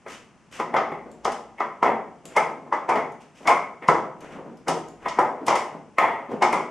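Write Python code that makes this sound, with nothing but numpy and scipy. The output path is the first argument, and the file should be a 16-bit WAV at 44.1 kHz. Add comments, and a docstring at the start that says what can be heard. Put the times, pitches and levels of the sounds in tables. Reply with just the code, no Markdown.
"""Irregular woody knocks with dull thuds, clacks and short rings sound in a small, bare room.
Someone drills on a wooden training dummy: each blow drives a loose arm against its socket, exciting
frame, trunk and arm as resonators. Skin slaps and slides on the wood, fingertips tick and feet shift.
Each contact is noise under a force envelope, coloured by a filter and followed by the room's decay.
Still air and a faint low drone, which swells twice, lie behind."""
import sys
import numpy as np
from scipy import signal
from scipy.fft import rfft, irfft
from scipy.io import wavfile

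SR = 44100
rng = np.random.default_rng(int(sys.argv[2]) if len(sys.argv) > 2 else 0)


def put_to_file(sound):
    """Save the sound as 16-bit audio at rate SR, in the file named by the first command-line argument."""
    columns = np.atleast_2d(sound).T  # one column per channel
    safe = np.clip(columns, -1, 1)
    whole_steps = np.round(safe * 32767)
    wavfile.write(sys.argv[1], SR, whole_steps.astype(np.int16))


N = 295470
SIZE, LEAD = 32768, 1024  # samples in one short sound, and before its main contact
AGE = (np.arange(SIZE) - LEAD) / SR  # seconds since the main contact
FREQS = np.maximum(np.arange(SIZE // 2 + 1) * SR / SIZE, 1)  # Hz


def undb(db):
    """Level: an amplitude gain is ten to the power of decibels over twenty."""
    return 10 ** (np.asarray(db) / 20)


def curve(points, freqs=FREQS):
    """Spectral envelope: gain joined through (Hz, dB) points on a logarithmic frequency axis."""
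    hz, db = np.transpose(points)
    return undb(np.interp(np.log(freqs), np.log(hz), db))


def bell(hz, octaves, height_db):
    """Formant: a Gaussian emphasis in octaves around one frequency."""
    distance = np.log2(FREQS / hz) / octaves
    return undb(height_db * np.exp(-.5 * distance ** 2))


def below(hz, order=8):
    """Low-pass: the steep Butterworth magnitude response."""
    return 1 / np.sqrt(1 + (FREQS / hz) ** (2 * order))


def shape(x, gain):
    """Minimum phase: folding the cepstrum makes a causal filter from a gain curve."""
    cepstrum = irfft(np.log(gain / gain.max() + 1e-4))
    cepstrum[1:SIZE // 2] *= 2
    cepstrum[SIZE // 2 + 1:] = 0
    response = np.exp(rfft(cepstrum))
    return gain.max() * irfft(rfft(x) * response)


def voiced(x, parts):
    """Energy summation of (gain, dB) parts; each level is that part's energy spread over 50 ms."""
    power = np.mean(np.abs(rfft(x)) ** 2, axis=0) * 2 / SIZE / (SR / 20)
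    total = 0
    for gain, db in parts:
        total = total + (gain * undb(db)) ** 2 / (power @ gain ** 2)
    return shape(x, np.sqrt(total))


def add(out, s, x):
    """Superposition: a short sound joins the mix with its main contact at time s."""
    start = int(s * SR) - LEAD
    first, last = max(start, 0), min(start + SIZE, N)
    out[:, first:last] += x[:, first - start:last - start]


# Reverberation of the room, band by band. Each row: band centre in Hz, decay time by 60 dB in
# seconds, side level relative to mid in dB.
ROOM_BANDS = [(60, 0.68, 2.5), (154, 0.91, -10.5), (406, 0.6, -14.5), (1010, 0.49, -17), (2060, 0.46, -12),
              (4300, 0.42, -7.5), (8440, 0.4, -4.5), (13200, 0.36, 9.5)]


def diffuse_field():
    """Diffuse field: band noise at two microphones, least alike in the treble and then the deep bass."""
    hz, _, side_db = np.transpose(ROOM_BANDS)
    noise = rfft(rng.standard_normal((2, N)))
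    octave = np.log2(np.linspace(1, SR / 2, N // 2 + 1))
    field = []
    for row, side_gain in zip(np.eye(len(hz)), undb(side_db)):
        # each band fades linearly in octaves into its neighbours
        mid, side = irfft(noise * np.interp(octave, np.log2(hz), row), N)
        field.append((mid + side_gain * np.outer([1, -1], side)) / np.hypot(1, side_gain))
    return np.array(field)


def in_room(force, direct_db, field):
    """Energy decay: noise follows the force, and its energy dies away exponentially in each band."""
    force = force / np.linalg.norm(force)
    start = rng.integers(N - SIZE)
    sound = undb(direct_db) * force * rng.standard_normal(SIZE)
    for band, (_, t60, _) in zip(field, ROOM_BANDS):
        keep = np.exp(-2 * np.log(1000) / (t60 * SR))  # energy kept per sample
        energy = signal.lfilter([1 - keep], [1, -keep], force ** 2)
        sound = sound + band[:, start:start + SIZE] * np.sqrt(energy)
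    return sound


def reflected(x, gain=0.22, latest_s=.02, count=4):
    """Early reflection: nearby wall, door and frame return a few distinct delayed copies."""
    out = x
    for lag in rng.uniform(0.0989, 1, count) * latest_s:
        out = out + gain * np.roll(x, int(lag * SR), axis=1)
    return out


def contact(rise_s, fall_s, brush_db, brush_s=0.0053):
    """Contact force: a full push rises and decays, with a light brush just before and after its onset."""
    after = np.clip(AGE, 0, 40 * fall_s)
    push = (1 - np.exp(-after / rise_s)) * np.exp(-after / fall_s)
    return push + undb(brush_db) * np.exp(-np.abs(AGE) / brush_s)


# Spectrum of still air. Each row: frequency in Hz, relative density in dB per Hz.
AIR_COLOUR = [(25, -24), (60, -5.5), (90, -5), (220, 2.5), (450, -8.5), (1000, -8.5), (1600, -15),
              (2800, -18.5), (4000, -30), (6000, -24), (10000, -32.5), (13000, -58)]
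AIR_DB = -56
# Swells of the low drone. Each row: start in seconds, end in seconds.
DRONE_SWELLS = [(.7, 1.7), (4.2, 5.8)]
DRONE_DB, DRONE_REST_DB, DRONE_FADE_S = -67.5, -80, 0.23  # swollen, resting, rise or fall time


def background(field):
    """Stationary noise: filtered room air, with a narrow-band drone near 58 Hz that swells and fades."""
    freqs, t = np.linspace(1, SR / 2, N // 2 + 1), np.arange(N) / SR
    reversed_field = field.sum(axis=0)[:, ::-1]  # runs apart from the reverberation
    air = irfft(rfft(reversed_field) * curve(AIR_COLOUR, freqs), N)
    drone_gain = curve([(46, -70), (56, -3), (58, 0), (60, -3), (72, -90)], freqs)
    drone = irfft(rfft(rng.standard_normal(N)) * drone_gain, N)
    swell = 0
    for start, end in DRONE_SWELLS:
        swell = swell + np.clip(np.minimum(t - start, end - t) / DRONE_FADE_S, 0, 1)
    drone_db = DRONE_REST_DB + (DRONE_DB - DRONE_REST_DB) * swell
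    return undb(AIR_DB) * air / air.std() + undb(drone_db) * drone / drone.std()


def uneven(spread_db):
    """Stick-slip: friction strength jumps at random every 256 samples (6 ms)."""
    return undb(spread_db * np.repeat(rng.standard_normal(SIZE // 256), 256))


# Spectrum of a shoe sole on the floor. Each row: frequency in Hz, gain in dB.
SOLE_COLOUR = [(40, -34), (110, -4.5), (160, 9), (500, 6.5), (1000, 0.5), (2000, -15), (4000, -32.5),
               (9000, -47)]
# Feet and body shifting. Each row: start in seconds, level in dB, centre in Hz.
STEPS = [(.66, -35.5, 540), (1.059, -40, 433), (2.244, -43, 350), (2.499, -36.5, 540), (2.659, -42.5, 430),
         (3.409, -43, 517), (4.222, -43, 473), (4.352, -36.5, 570), (4.455, -38, 315), (5.407, -34, 350),
         (5.721, -37, 565), (6.295, -26.5, 400)]


def step(field, db, hz):
    """Stick-slip friction: a sole grips and slips unevenly in a soft, dull scuff."""
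    force = uneven(4) * contact(rise_s=0.011, fall_s=0.03, brush_db=-8.5)
    burst = reflected(in_room(force, -2.4, field))
    colour = curve(SOLE_COLOUR) * bell(hz, octaves=1.0, height_db=5.0)
    colour = colour * bell(237, octaves=0.14, height_db=3.5)
    return voiced(burst, [(colour, db)])


# Spectrum of hands and sleeves rubbing. Each row: frequency in Hz, gain in dB.
CLOTH_COLOUR = [(100, -9.5), (300, -3), (1200, -7), (2000, -6), (3000, -8), (4100, -20.5), (6000, -15),
                (9000, -22), (13000, -35)]
# Hands and sleeves sliding. Each row: start in seconds, length in seconds, level in dB,
# extra treble in dB.
SLIDES = [(0.071, 0.082, -42, 2.5), (0.512, 0.091, -43, 2.5), (2.277, 0.088, -48, -9), (3.2, 0.026, -52, 3),
          (3.344, .2, -54.5, 5.5), (4.202, 0.063, -43, -12.5), (4.282, 0.085, -43, -15),
          (5.003, 0.074, -44, -15), (6.297, 0.037, -44.5, -9.5)]


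def slide(field, length_s, db, treble_db, grain_db=3.0):
    """Sliding friction: uneven grains of noise last as long as the stroke."""
    progress = np.clip(AGE / length_s, 0, 1)
    force = uneven(grain_db) * (progress * (1 - progress)) ** 0.36
    burst = in_room(force, -5.0, field)
    colour = curve(CLOTH_COLOUR) * curve([(1000, 0.0094), (5000, treble_db)])
    energy_db = db + 10 * np.log10(length_s * 20)  # a longer stroke carries more energy
    return voiced(burst, [(colour, energy_db)])


# Spectrum of a fingertip click. Each row: frequency in Hz, gain in dB.
TICK_COLOUR = [(1500, -4), (3000, -1), (4200, -5), (7000, -6), (10000, -5), (13000, -15)]
# Fingertips clicking on the wood. Each row: start in seconds, level in dB, ring in Hz.
TICKS = [(1.115, -61, 7350), (2.254, -47.5, 7250), (3.12, -64.5, 6500), (4.206, -59, 6500),
         (4.571, -66, 5100), (4.884, -58, 6900)]
TICK_S, TICK_OCTAVES, TICK_RING_DB, TICK_DIRECT_DB = 0.0033, 0.1, 12.5, -2.5


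def tick(field, db, hz):
    """Impulsive excitation: a tiny hard contact has one narrow, high resonance."""
    burst = in_room(contact(rise_s=.0003, fall_s=TICK_S, brush_db=-36), TICK_DIRECT_DB, field)
    return voiced(burst, [(curve(TICK_COLOUR) * bell(hz, TICK_OCTAVES, TICK_RING_DB), db)])


# Spectrum of skin on varnished wood. Each row: frequency in Hz, gain in dB.
SKIN_COLOUR = [(1500, 1.5), (3000, 7), (4100, -10), (5200, -5.5), (7000, -9.5), (10000, -13), (13000, -25)]
# Skin slapping the wood. Each row: start in seconds, level in dB, snap (extra top treble) in dB.
SLAPS = [(0.597, -48.5, -9), (0.764, -39.5, -35), (1.247, -38, -1.5), (1.318, -45, 4), (1.601, -51.5, -19),
         (1.829, -45, -8), (2.364, -37, 6), (2.727, -49.5, -10), (2.89, -43.5, 4), (2.955, -48, -6),
         (3.472, -33, 3), (3.88, -37.5, -3), (4.681, -33, 4.5), (5.083, -40.5, -7), (5.188, -44.5, 3.5),
         (5.465, -39.5, 11.5), (5.48, -32.5, -7), (5.553, -36.5, 5.5), (5.985, -44.5, -7),
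         (6.422, -33.5, -4), (6.526, -40, 4.5)]
SLAP_HZ, SLAP_HZ_PER_DB = 5920, 36.5  # centre at zero snap, and its rise with snap


def slap(field, db, snap_db):
    """Impact: skin meets varnished wood in a short bright burst, brighter when the palm lands flat."""
    force = contact(rise_s=0.0011, fall_s=0.0075, brush_db=-19.5)
    burst = reflected(in_room(force, -1.9, field))
    centre = bell(SLAP_HZ + SLAP_HZ_PER_DB * snap_db, octaves=0.78, height_db=17)
    snap = curve([(7000, 0.031), (12500, snap_db)])
    return voiced(burst, [(curve(SKIN_COLOUR) * centre * snap, db)])


# Broad crack of wood on wood. Each row: frequency in Hz, gain in dB.
CRACK_COLOUR = [(40, -67), (90, -29), (160, -12), (500, 5), (1050, -1), (1350, -7), (1600, -5.5), (2200, 0),
                (2700, -4), (3400, -15), (4200, -53), (8000, -64)]
# Resonances of the dummy. Each row: frequency in Hz, width in Hz, typical peak in dB.
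DUMMY_MODES = [(158.2, 17.4, -4), (225, 6.8, -1.5), (341, 8.1, -7.5), (544, 45, 3.5), (649.6, 41, 5),
               (698, 46, 4), (790, 110, 2.5), (857, 29, 2.5), (905, 38, 0.5), (981, 86, 2), (1040, 92, 4.5),
               (1253, 67, 5.5), (1319, 11, 7.5), (2000, 15.5, -2.5), (2086, 7.8, -8), (2170, 29, 4),
               (2255, 3.3, 0), (2286, 10, -5.5), (3300, 35, -5), (3450, 39, -4.5)]


def wood(scatter_db=0.83):
    """Modal response: fixed resonances on a broad crack vary in strength with the landing point."""
    power = curve(CRACK_COLOUR) ** 2
    for (hz, width, db), strength in zip(DUMMY_MODES, rng.standard_normal(len(DUMMY_MODES))):
        detuning = (FREQS ** 2 - hz ** 2) / (FREQS * width)
        power = power + undb(db + scatter_db * strength) ** 2 / (1 + detuning ** 2)
    return np.sqrt(power)


NOTE_OCTAVES, NOTE_DB = 0.043, 3.5  # a narrow woody note at the clack centre


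def knock(field, force, db, clack_hz, focus_db, arm_hz, ring_db, thud_db, direct_db):
    """Band division: one push excites frame (low), trunk (middle) and arm (high) as separate shares."""
    burst = reflected(in_room(force, direct_db, field))
    body, frame, trunk = wood(), below(446), below(1830)
    thud = body * frame
    clack = body * trunk * np.sqrt(1 - frame ** 2)
    clack = clack * bell(clack_hz, octaves=0.33, height_db=focus_db)
    clack = clack * bell(clack_hz, octaves=NOTE_OCTAVES, height_db=NOTE_DB)
    ring = body * np.sqrt(1 - trunk ** 2) * bell(arm_hz, octaves=0.14, height_db=14.5)
    return voiced(burst, [(thud, db + thud_db), (clack, db), (ring, db + ring_db)])


LOW_ARM_HZ, HIGH_ARM_HZ = 1960, 2135  # where each of the two loose arms rings
# A forearm grazing the wood just before a blow. Each row: start in seconds, strength in dB.
GRAZES = [(1.581, -44), (3.455, -27), (3.821, -37.5), (4.672, -27), (5.169, -32.5)]
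GRAZE_HZ, GRAZE_FOCUS_DB, GRAZE_S, GRAZE_DIRECT_DB = 930, 2.5, 0.021, -11
GRAZE_RATTLE_DB, GRAZE_THUD_DB = -41, -4.5  # level of the arm's rattle; frame thud re strength


def graze(field, db):
    """Slack take-up: a soft, drawn-out touch rattles the arm equally however light it is."""
    force = contact(rise_s=0.00082, fall_s=GRAZE_S, brush_db=-6)
    ring_db = GRAZE_RATTLE_DB - db  # cancels the strength
    return knock(field, force, db, GRAZE_HZ, GRAZE_FOCUS_DB, LOW_ARM_HZ, ring_db,
                 GRAZE_THUD_DB, GRAZE_DIRECT_DB)


# Blows on the dummy. Each row: start in seconds, strength in dB, clack centre in Hz, ring of the
# struck arm in Hz, arm ring relative to strength in dB, frame thud relative to strength in dB,
# chatter decay in seconds, direct sound in dB.
BLOWS = [(.063, -40, 1270, LOW_ARM_HZ, -7.5, -5.5, 0.0083, -0.5),
         (.599, -25.5, 990, LOW_ARM_HZ, -12, -6.5, 0.019, 3.5),
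         (.739, -18.5, 754, LOW_ARM_HZ, -15, -11, 0.0074, -4),
         (.762, -22.5, 1165, LOW_ARM_HZ, -8.5, -11, 0.0048, -5),
         (.918, -33.5, 845, LOW_ARM_HZ, -9, -2, 0.0053, -3),
         (1.252, -22.5, 845, LOW_ARM_HZ, -17.5, -10.5, 0.0071, -1),
         (1.278, -26.5, 780, LOW_ARM_HZ, -21, -9.5, 0.0046, 1.5),
         (1.604, -23, 1114, LOW_ARM_HZ, -13.5, -12.5, 0.0068, -2),
         (1.826, -17, 925, LOW_ARM_HZ, -14.5, -10.5, 0.004, -3.5),
         (1.852, -19, 766, LOW_ARM_HZ, -13, -7, 0.008, -17),
         (2.366, -16, 920, HIGH_ARM_HZ, -7, -13, 0.017, -1),
         (2.724, -20.5, 1015, LOW_ARM_HZ, -14.5, -14.5, 0.011, -3),
         (2.888, -17.5, 840, HIGH_ARM_HZ, -14.5, -10, 0.011, -9),
         (2.955, -23, 840, LOW_ARM_HZ, -10.5, -7, .008, -4.5),
         (3.474, -15.5, 1020, HIGH_ARM_HZ, -6.5, -15, .005, -6.5),
         (3.497, -16.5, 1060, HIGH_ARM_HZ, -13, -23, 0.02, 4),
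         (3.886, -13, 1030, LOW_ARM_HZ, -15.5, -8.5, 0.0022, -1.5),
         (4.684, -23, 733, LOW_ARM_HZ, -23, -4, 0.0064, -2.5),
         (5.057, -25.5, 1046, LOW_ARM_HZ, -10, -12.5, 0.017, -2),
         (5.186, -15, 826, LOW_ARM_HZ, -20.5, -10.5, 0.0064, -6),
         (5.481, -18, 930, HIGH_ARM_HZ, -12, -10, 0.029, -1.5),
         (5.508, -19.5, 846, HIGH_ARM_HZ, -19, -15.5, 0.018, -2.5),
         (5.555, -23.5, 920, LOW_ARM_HZ, -10, -21.5, .006, 0.5),
         (5.983, -18, 1048, LOW_ARM_HZ, -5.5, -17.5, 0.0041, 0),
         (6.015, -17, 885, LOW_ARM_HZ, -9.5, -13.5, 0.074, -11),
         (6.421, -15, 840, HIGH_ARM_HZ, -11, -10.5, 0.018, -1),
         (6.528, -21, 997, HIGH_ARM_HZ, -9, -7, 0.022, -3.5)]
FIRM_DB = -18.5  # strength of an ordinary firm blow
FOCUS_DB, FOCUS_DB_PER_DB = 6, 0.02  # harder blows gather more closely around the clack centre
# glancing blows, which chatter longer, brush more
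BRUSH_DB, BRUSH_CHATTER_S, BRUSH_DB_PER_OCTAVE = -13.5, 0.01, 8.5


def blow(field, db, clack_hz, arm_hz, ring_db, thud_db, chatter_s, direct_db):
    """Impact excitation: the struck arm chatters against its socket and drives the whole dummy."""
    brush_db = BRUSH_DB + BRUSH_DB_PER_OCTAVE * np.log2(chatter_s / BRUSH_CHATTER_S)
    focus_db = FOCUS_DB + FOCUS_DB_PER_DB * (db - FIRM_DB)
    force = contact(0.0013, chatter_s, brush_db)
    return knock(field, force, db, clack_hz, focus_db, arm_hz, ring_db, thud_db, direct_db)


LEFT_DB = 1.2  # left channel over right


def scene():
    """Superposition: background, footwork and strokes add up, slightly left of centre."""
    field = diffuse_field()
    out = background(field)
    sources = [(step, STEPS), (slide, SLIDES), (tick, TICKS),
               (slap, SLAPS), (graze, GRAZES), (blow, BLOWS)]
    for source, table in sources:
        for s, *stroke in table:
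            add(out, s, source(field, *stroke))
    return out * undb(np.array([[LEFT_DB], [-LEFT_DB]]) / 2)


TOP_HZ = 13500


def record(dry):
    """Band limiting: peaks clip at full scale, then a steep elliptic low-pass cuts the top."""
    low_pass = signal.ellip(10, .2, 70, TOP_HZ, fs=SR, output="sos")
    return signal.sosfilt(low_pass, np.clip(dry, -1, 1))


dry = scene()
out = record(dry)
put_to_file(out)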